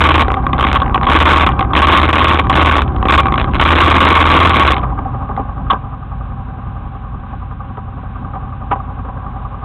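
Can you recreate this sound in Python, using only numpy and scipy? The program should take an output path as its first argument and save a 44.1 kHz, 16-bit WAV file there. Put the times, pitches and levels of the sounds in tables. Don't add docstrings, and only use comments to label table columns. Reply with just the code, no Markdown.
import sys
import numpy as np
from scipy import signal
from scipy.fft import rfft, irfft
from scipy.io import wavfile
from scipy.ndimage import uniform_filter1d

SR = 44100
rng = np.random.default_rng(int(sys.argv[2]) if len(sys.argv) > 2 else 0)


def int16_out(signal):
    q = np.round(np.clip(np.atleast_2d(signal).T, -1, 1) * 32767)
    wavfile.write(sys.argv[1], SR, q.astype(np.int16))


def natural_amplitude(level_db):
    exponent = np.asarray(level_db, float) / 20
    return 10 ** exponent


N = 425124

# opens t/s, closes t/s, rattle level/dB, mount buzz reached f/Hz
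THROTTLE_BLIPS = [(-0.2, 0.222, -18, 77.3), (0.584, 0.776, -29.5, 68.9), (1.083, 1.445, -18.5, 76.8),
                  (1.462, 1.472, -18, 72), (1.735, 2.032, -17.5, 76.62), (2.03, 2.199, -26.5, 80.53),
                  (2.199, 2.408, -22.5, 76.33), (2.528, 2.7, -20, 79.5), (2.7, 2.82, -25.5, 72.18),
                  (3.088, 3.206, -15.5, 74.17), (3.376, 3.41, -23.5, 67.25), (3.518, 3.581, -30.5, 67.15),
                  (3.59, 4.359, -18.5, 80.2), (4.357, 4.462, -17.5, 86.03), (4.46, 4.6, -22.5, 79.06),
                  (4.597, 4.709, -20, 67.95), (4.71, 4.755, -29, 64.32)]
# t/s, firing rate f/Hz
IDLE_DRIFT = [(5.4, 11.0), (5.84, 11.2), (6.26, 10.78), (6.7, 10.8), (7.1, 10.55), (7.52, 10.93),
              (8.36, 10.83), (9.2, 10.78), (9.64, 10.9)]
# t/s, frame level/dB, ringing case level/dB
ENGINE_LEVELS = [
    (0.0, -23.5, -30.5),
    (3.5, -20.5, -31.5),
    (4.7, -21.5, -25.5),
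    (5.0, -27.5, -36.5),
    (5.45, -27.5, -38),
    (6.0, -31.5, -42),
    (7.7, -32.5, -44),
    (8.3, -31.5, -41),
    (9.64, -33, -40),
]
# multiple of the idle firing rate, level/dB
FIRING_HARMONICS = [(1, -40), (2, -26), (3, -4), (4, -11.5), (5, 4), (6, -5.5), (7, -12.5), (8, 0.5),
                    (9, -6.5), (10, -14), (11, -2), (12, -7.5), (13, -12), (14, -13.5), (15, -15),
                    (16, -30), (17, -13), (18, -17), (19, -23), (20, -17.5), (21, -17.5), (22, -25),
                    (23, -16), (24, -18.5)]
# f/Hz, width f/Hz, level/dB
FRAME_MODES = [(39.2, 1.8, 8.5), (54.8, 5, 6.5), (87, 15, -2.5), (123.5, 16, -6.5), (151, 24, -16.5),
               (201, 16, -21.5), (238, 15, -21)]
# f/Hz, width f/Hz, level/dB
CASE_MODES = [(254, 114, -2), (423, 165, -5.5), (519, 140, -7.5), (704, 40, -42), (781.5, 83, 5),
              (903, 61, -10.5), (1008, 52, 3), (1107, 117, 4), (1180.6, 88, -2.5), (1278, 90, -45),
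              (1410, 61, -37.5), (1557, 66, -11)]
# f/Hz, width f/Hz, level/dB
TAPPED_MODES = [(1186, 110, 1.5), (1562, 68, -11.5)]
# f/Hz, width f/Hz, level/dB
STRUCK_MODES = [(798, 45, -18.5), (939, 130, -8), (1107.5, 118, 1.5), (1288, 34, -12.5), (1440, 145, -14)]
# f/Hz, width f/Hz, level/dB
EDGE_MODES = [(2125, 227, -1.5), (3640, 6600, -8.5)]
# f/Hz, width f/Hz, level/dB
LID_MODES = [(318, 104, -0.5), (624, 680, -2)]
# f/Hz, width f/Hz, level/dB
BRACKET_MODES = [(2350, 5, -9), (3150, 9, -14)]
# f/Hz, level per Hz/dB
RIVER_COLOUR = [(700, -24.5), (1500, 6), (1900, -8), (2600, -7), (3400, -13.5), (4200, -11.5)]
# t/s, edge level/dB, ring level/dB
CASE_KNOCKS = [(0.2826, -17, -6.5), (0.3412, 3, -7.5), (0.4666, -14, -6.5), (0.5317, 7.5, -2.5),
               (0.5899, -24, -1), (0.649, 13.5, 6), (0.7681, -6, -3), (0.819, -8, -1), (0.8615, -24, -10.5),
               (0.9447, -17, 0), (1.0127, -16, -9), (1.0325, 3, -6.5), (1.0683, -21, 2), (1.49, -13, -4),
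               (1.5142, -25, -14.5), (1.5926, -15.5, -0.5), (1.6082, 3, -6.5), (1.734, -6, -7),
               (2.4698, -20, -12), (2.4972, -13, 5.5), (2.9637, -10, -17), (3.0277, -21, -4.5),
               (3.0546, -28, 1), (3.2565, -14, 1), (3.323, 6.5, -4), (3.4434, 1, -7),
               (5.3651, -16.5, -21.5), (5.706, 0, 2), (5.7334, -14, -13), (8.719, -25, -16)]
# t/s, upper modes level/dB, lower modes level/dB
MOUNT_BUMPS = [(4.8348, -5.5, -15), (4.8655, -27, -19), (4.9873, -11.5, -15.5), (5.0498, -21, -16),
               (5.1433, -19.5, -18.5), (5.2899, -12, -14), (5.3731, -7.5, -13.5), (5.393, -14, -12.5),
               (5.5468, -28, -29), (5.6997, 8.5, -7.5), (5.7092, 1, -27), (5.7244, 1, -12),
               (5.7394, -5.5, -19), (7.5088, -18, -36), (7.7715, -12.5, -15.5), (8.0313, -18.5, -25.5),
               (8.334, -18, -23), (8.3526, -14, -19.5), (8.7124, 5.5, -10), (8.7235, -20, -17),
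               (8.7538, -14, -16.5), (9.0468, -20, -23), (9.0764, -27, -28)]

COAST_HZ, IDLE_HZ = 64.89, 10.82
BUZZ_ORDER = 4
LOOSE_DB, SHUT_DB = -33, -40
THROTTLE_FIRE_S, IDLE_FIRE_S = 3.957, 6.857
FULL_SCALE = .715


def curves(table):
    s, *columns = np.transpose(table)
    return [np.interp(np.arange(N) / SR, s, c) for c in columns]


def level(x, db):
    return x * natural_amplitude(db) / np.sqrt(np.mean(x ** 2))


def lag(x, seconds):
    keep = np.exp(-1 / (seconds * SR))
    return signal.lfilter([1 - keep], [1, -keep], x - x[0]) + x[0]


def walk(rate):
    hold = int(SR / rate)
    steps = np.repeat(rng.standard_normal(N // hold + 1), hold)
    return 1.3 * uniform_filter1d(steps, hold)[:N]


def ring(x, modes):
    return sum(natural_amplitude(db) * signal.lfilter(*signal.iirpeak(hz, hz / width, SR), x) for hz, width, db in modes)


def case(x, modes=CASE_MODES):
    return sum(ring(ring(x, [(hz, width, 0)]), [(hz, width, db)]) for hz, width, db in modes)


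def bursts(starts, sizes, seconds):
    clicks = np.zeros(N)
    clicks[starts] = sizes
    return signal.lfilter([1], [1, -np.exp(-1 / (seconds * SR))], clicks) * rng.standard_normal(N)


def throttle():
    t = np.arange(N) / SR
    buzz_hz, rattle_db = np.full(N, 1. * COAST_HZ), np.full(N, 1. * SHUT_DB)
    for opens, closes, db, top_hz in THROTTLE_BLIPS:
        buzz_hz[max(int(opens * SR), 0):int(closes * SR)] = top_hz
        corners = [opens - 0.01, opens, closes, closes + 0.006, closes + 0.11]
        rattle_db = np.maximum(rattle_db, np.interp(t, corners, [SHUT_DB, db, db, LOOSE_DB, SHUT_DB]))
    settle_s, flywheel_s = 0.22, 0.045
    driving = np.exp(-np.maximum(t - THROTTLE_BLIPS[-1][1], 0) / settle_s)
    idle_hz, = curves(IDLE_DRIFT)
    driven_hz = lag(buzz_hz, flywheel_s) / BUZZ_ORDER
    return idle_hz + driving * (driven_hz - idle_hz), rattle_db


def engine(hz):
    frame_db, case_db = curves(ENGINE_LEVELS)
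    turns = np.cumsum(hz) / SR
    turns -= turns[int(IDLE_FIRE_S * SR)]
    start = rng.random(len(FIRING_HARMONICS))
    order, order_db = np.transpose(FIRING_HARMONICS)

    def passed(k):
        db = np.interp(k * hz[::16] / IDLE_HZ, order, order_db) + walk(11)[::16]
        return np.repeat(natural_amplitude(db), 16)[:N]

    beat = sum(passed(k) * np.sin(2 * np.pi * (k * turns + p)) for k, p in zip(order, start))
    slosh = ring(natural_amplitude(1.8 * walk(12)) * rng.standard_normal(N), FRAME_MODES)
    slosh = signal.sosfilt(signal.butter(4, 300, fs=SR, output="sos"), slosh)
    frame = level(beat, -1.5) + level(slosh, -5.5)
    throb = 1 + 0.8 * np.exp(3.5 * (np.cos(2 * np.pi * (turns - .05)) - 1))
    shake = case(throb * natural_amplitude(1.5 * walk(70)) * rng.standard_normal(N))
    fires = np.flatnonzero(np.diff(np.floor(turns)))
    taps = bursts(fires, natural_amplitude(rng.standard_normal(len(fires))), seconds=0.0015)
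    ticks = case(taps, TAPPED_MODES)
    return natural_amplitude(frame_db + 9.0) * frame + natural_amplitude(case_db + 8.5) * (level(shake, 0) + level(ticks, -8))


def beats(hz, jitter):
    turns = np.cumsum(hz) / SR
    last = int(turns[-1])
    stretch = rng.standard_normal(last + 2)
    starts = np.searchsorted(turns, np.arange(1, last) + jitter * stretch[1:last])
    return turns, np.unique(np.clip(starts, 0, N - 1))


def strike(hits, edge, thump):
    return ring(hits, STRUCK_MODES) + ring(edge, EDGE_MODES) + ring(thump, LID_MODES) + ring(edge, BRACKET_MODES)


def mount(firing_hz, rattle_db):
    buzz_db = -15 + 0.74 * (lag(rattle_db, 0.017) + 19)
    fade = np.interp(np.arange(N) / SR, [4.78, 4.98], [1, 0])
    turns, slams = beats(2 * BUZZ_ORDER * firing_hz, jitter=0.22)
    swing = np.sqrt(2) * np.sin(np.pi * turns - .6) * natural_amplitude(buzz_db + 5.5 + 1.5 * walk(30))
    reach_db = rattle_db + 2.5 * np.minimum(rattle_db + 28, 0)
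    half_swings = np.round(turns[slams])
    upswing = half_swings % 2 == 0
    scatter_db = 4.5 * rng.standard_normal(len(slams))
    first = 2 * np.round(turns[int(THROTTLE_FIRE_S * SR)] / 2)
    firings = (half_swings - first) / (2 * BUZZ_ORDER)
    since = firings % 1
    weak = rng.exponential(size=400)[np.floor(firings).astype(int)]
    kick_db = 15 * (1 / 3 - since ** 2) - 2 * (weak - 1)
    short = rng.random(2000)[np.floor(BUZZ_ORDER * firings).astype(int)] < 0.4 * since ** 3
    sizes = natural_amplitude(-14 * short + reach_db[slams] + scatter_db + kick_db + 7.3 * upswing)
    hits = bursts(slams, sizes, seconds=0.0019)
    return fade * (swing + strike(natural_amplitude(35.5) * hits, natural_amplitude(22.0) * hits, natural_amplitude(29.5) * hits))


def river():
    hz, db = np.transpose(RIVER_COLOUR)
    colour = natural_amplitude(np.interp(np.log(np.fft.rfftfreq(N, 1 / SR) + 1), np.log(hz), db))
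    splashes = natural_amplitude(0.85 * walk(22)) * rng.standard_normal(N)
    return level(irfft(colour * rfft(splashes), N), -44.5)


def blows(s, push_ms, click):
    span = np.arange(1500)
    fade = np.exp(-span / (np.clip(push_ms, .3, 12)[:, None] * SR / 1000))
    push = fade * rng.standard_normal((len(s), len(span)))
    push[:, 0] = click
    push /= np.sqrt(np.sum(push ** 2, axis=1, keepdims=True))
    return ((s * SR).astype(int)[:, None] + span).ravel(), push


def place(at, push, db):
    return np.bincount(at, (natural_amplitude(db)[:, None] * push).ravel(), N)[:N]


def knocks():
    s, edge_db, ring_db = np.transpose(CASE_KNOCKS)
    bounce_s, bounce_db, scatter_db = 0.014, -11.5, 11.5
    chance = rng.random((len(s), 6))
    later = np.c_[0 * s, np.cumsum(bounce_s * (.5 + chance[:, :3]), axis=1)]
    softer_db = np.c_[0 * s, np.cumsum(bounce_db + scatter_db * (2 * chance[:, 3:] - 1), axis=1)]
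    s = (s[:, None] + later).ravel()
    edge_db = (edge_db[:, None] + softer_db).ravel()
    ring_db = (ring_db[:, None] + softer_db).ravel()
    at, push = blows(s, np.full(len(s), 1.2), click=3.08)
    hits, edge = place(at, push, ring_db), place(at, push, edge_db)
    hits = signal.sosfilt(signal.butter(2, 1700, fs=SR, output="sos"), hits)
    return strike(natural_amplitude(37.5) * hits, natural_amplitude(21.5) * edge, natural_amplitude(30.5) * hits) + case(natural_amplitude(30.5) * hits)


def bumps():
    s, upper_db, lower_db = np.transpose(MOUNT_BUMPS)
    at, push = blows(s, np.full(len(s), 10.2), click=0.83)
    upper, lower = place(at, push, upper_db), place(at, push, lower_db)
    return case(natural_amplitude(34.5) * upper, CASE_MODES[5:]) + case(natural_amplitude(41.5) * lower, CASE_MODES[:5])


def scene():
    firing_hz, rattle_db = throttle()
    return (engine(firing_hz) + mount(firing_hz, rattle_db) + river() + knocks() + bumps())[None]


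def band_limit(x):
    return signal.sosfilt(signal.butter(12, 15900, fs=SR, output="sos"), x)


def record(dry):
    stage = dry[0] / (1 + np.abs(dry[0] / 0.55) ** 5) ** (1 / 5)
    stage = signal.lfilter(*signal.butter(1, 52, "high", fs=SR), stage)
    stage = signal.sosfilt(signal.butter(2, 22, "high", fs=SR, output="sos"), stage)
    stage = stage + 0.099 * stage ** 2
    slow = np.clip(signal.resample_poly(stage, 80, 441), -FULL_SCALE, FULL_SCALE)
    smooth = signal.firwin(32 * 441 + 1, .985 / 441, window=("kaiser", 9.))
    fast = signal.resample_poly(slow, 441, 80, window=smooth)[:N]
    return band_limit(np.clip(fast, -FULL_SCALE, FULL_SCALE)[None])


dry = scene()
out = record(dry)
int16_out(out)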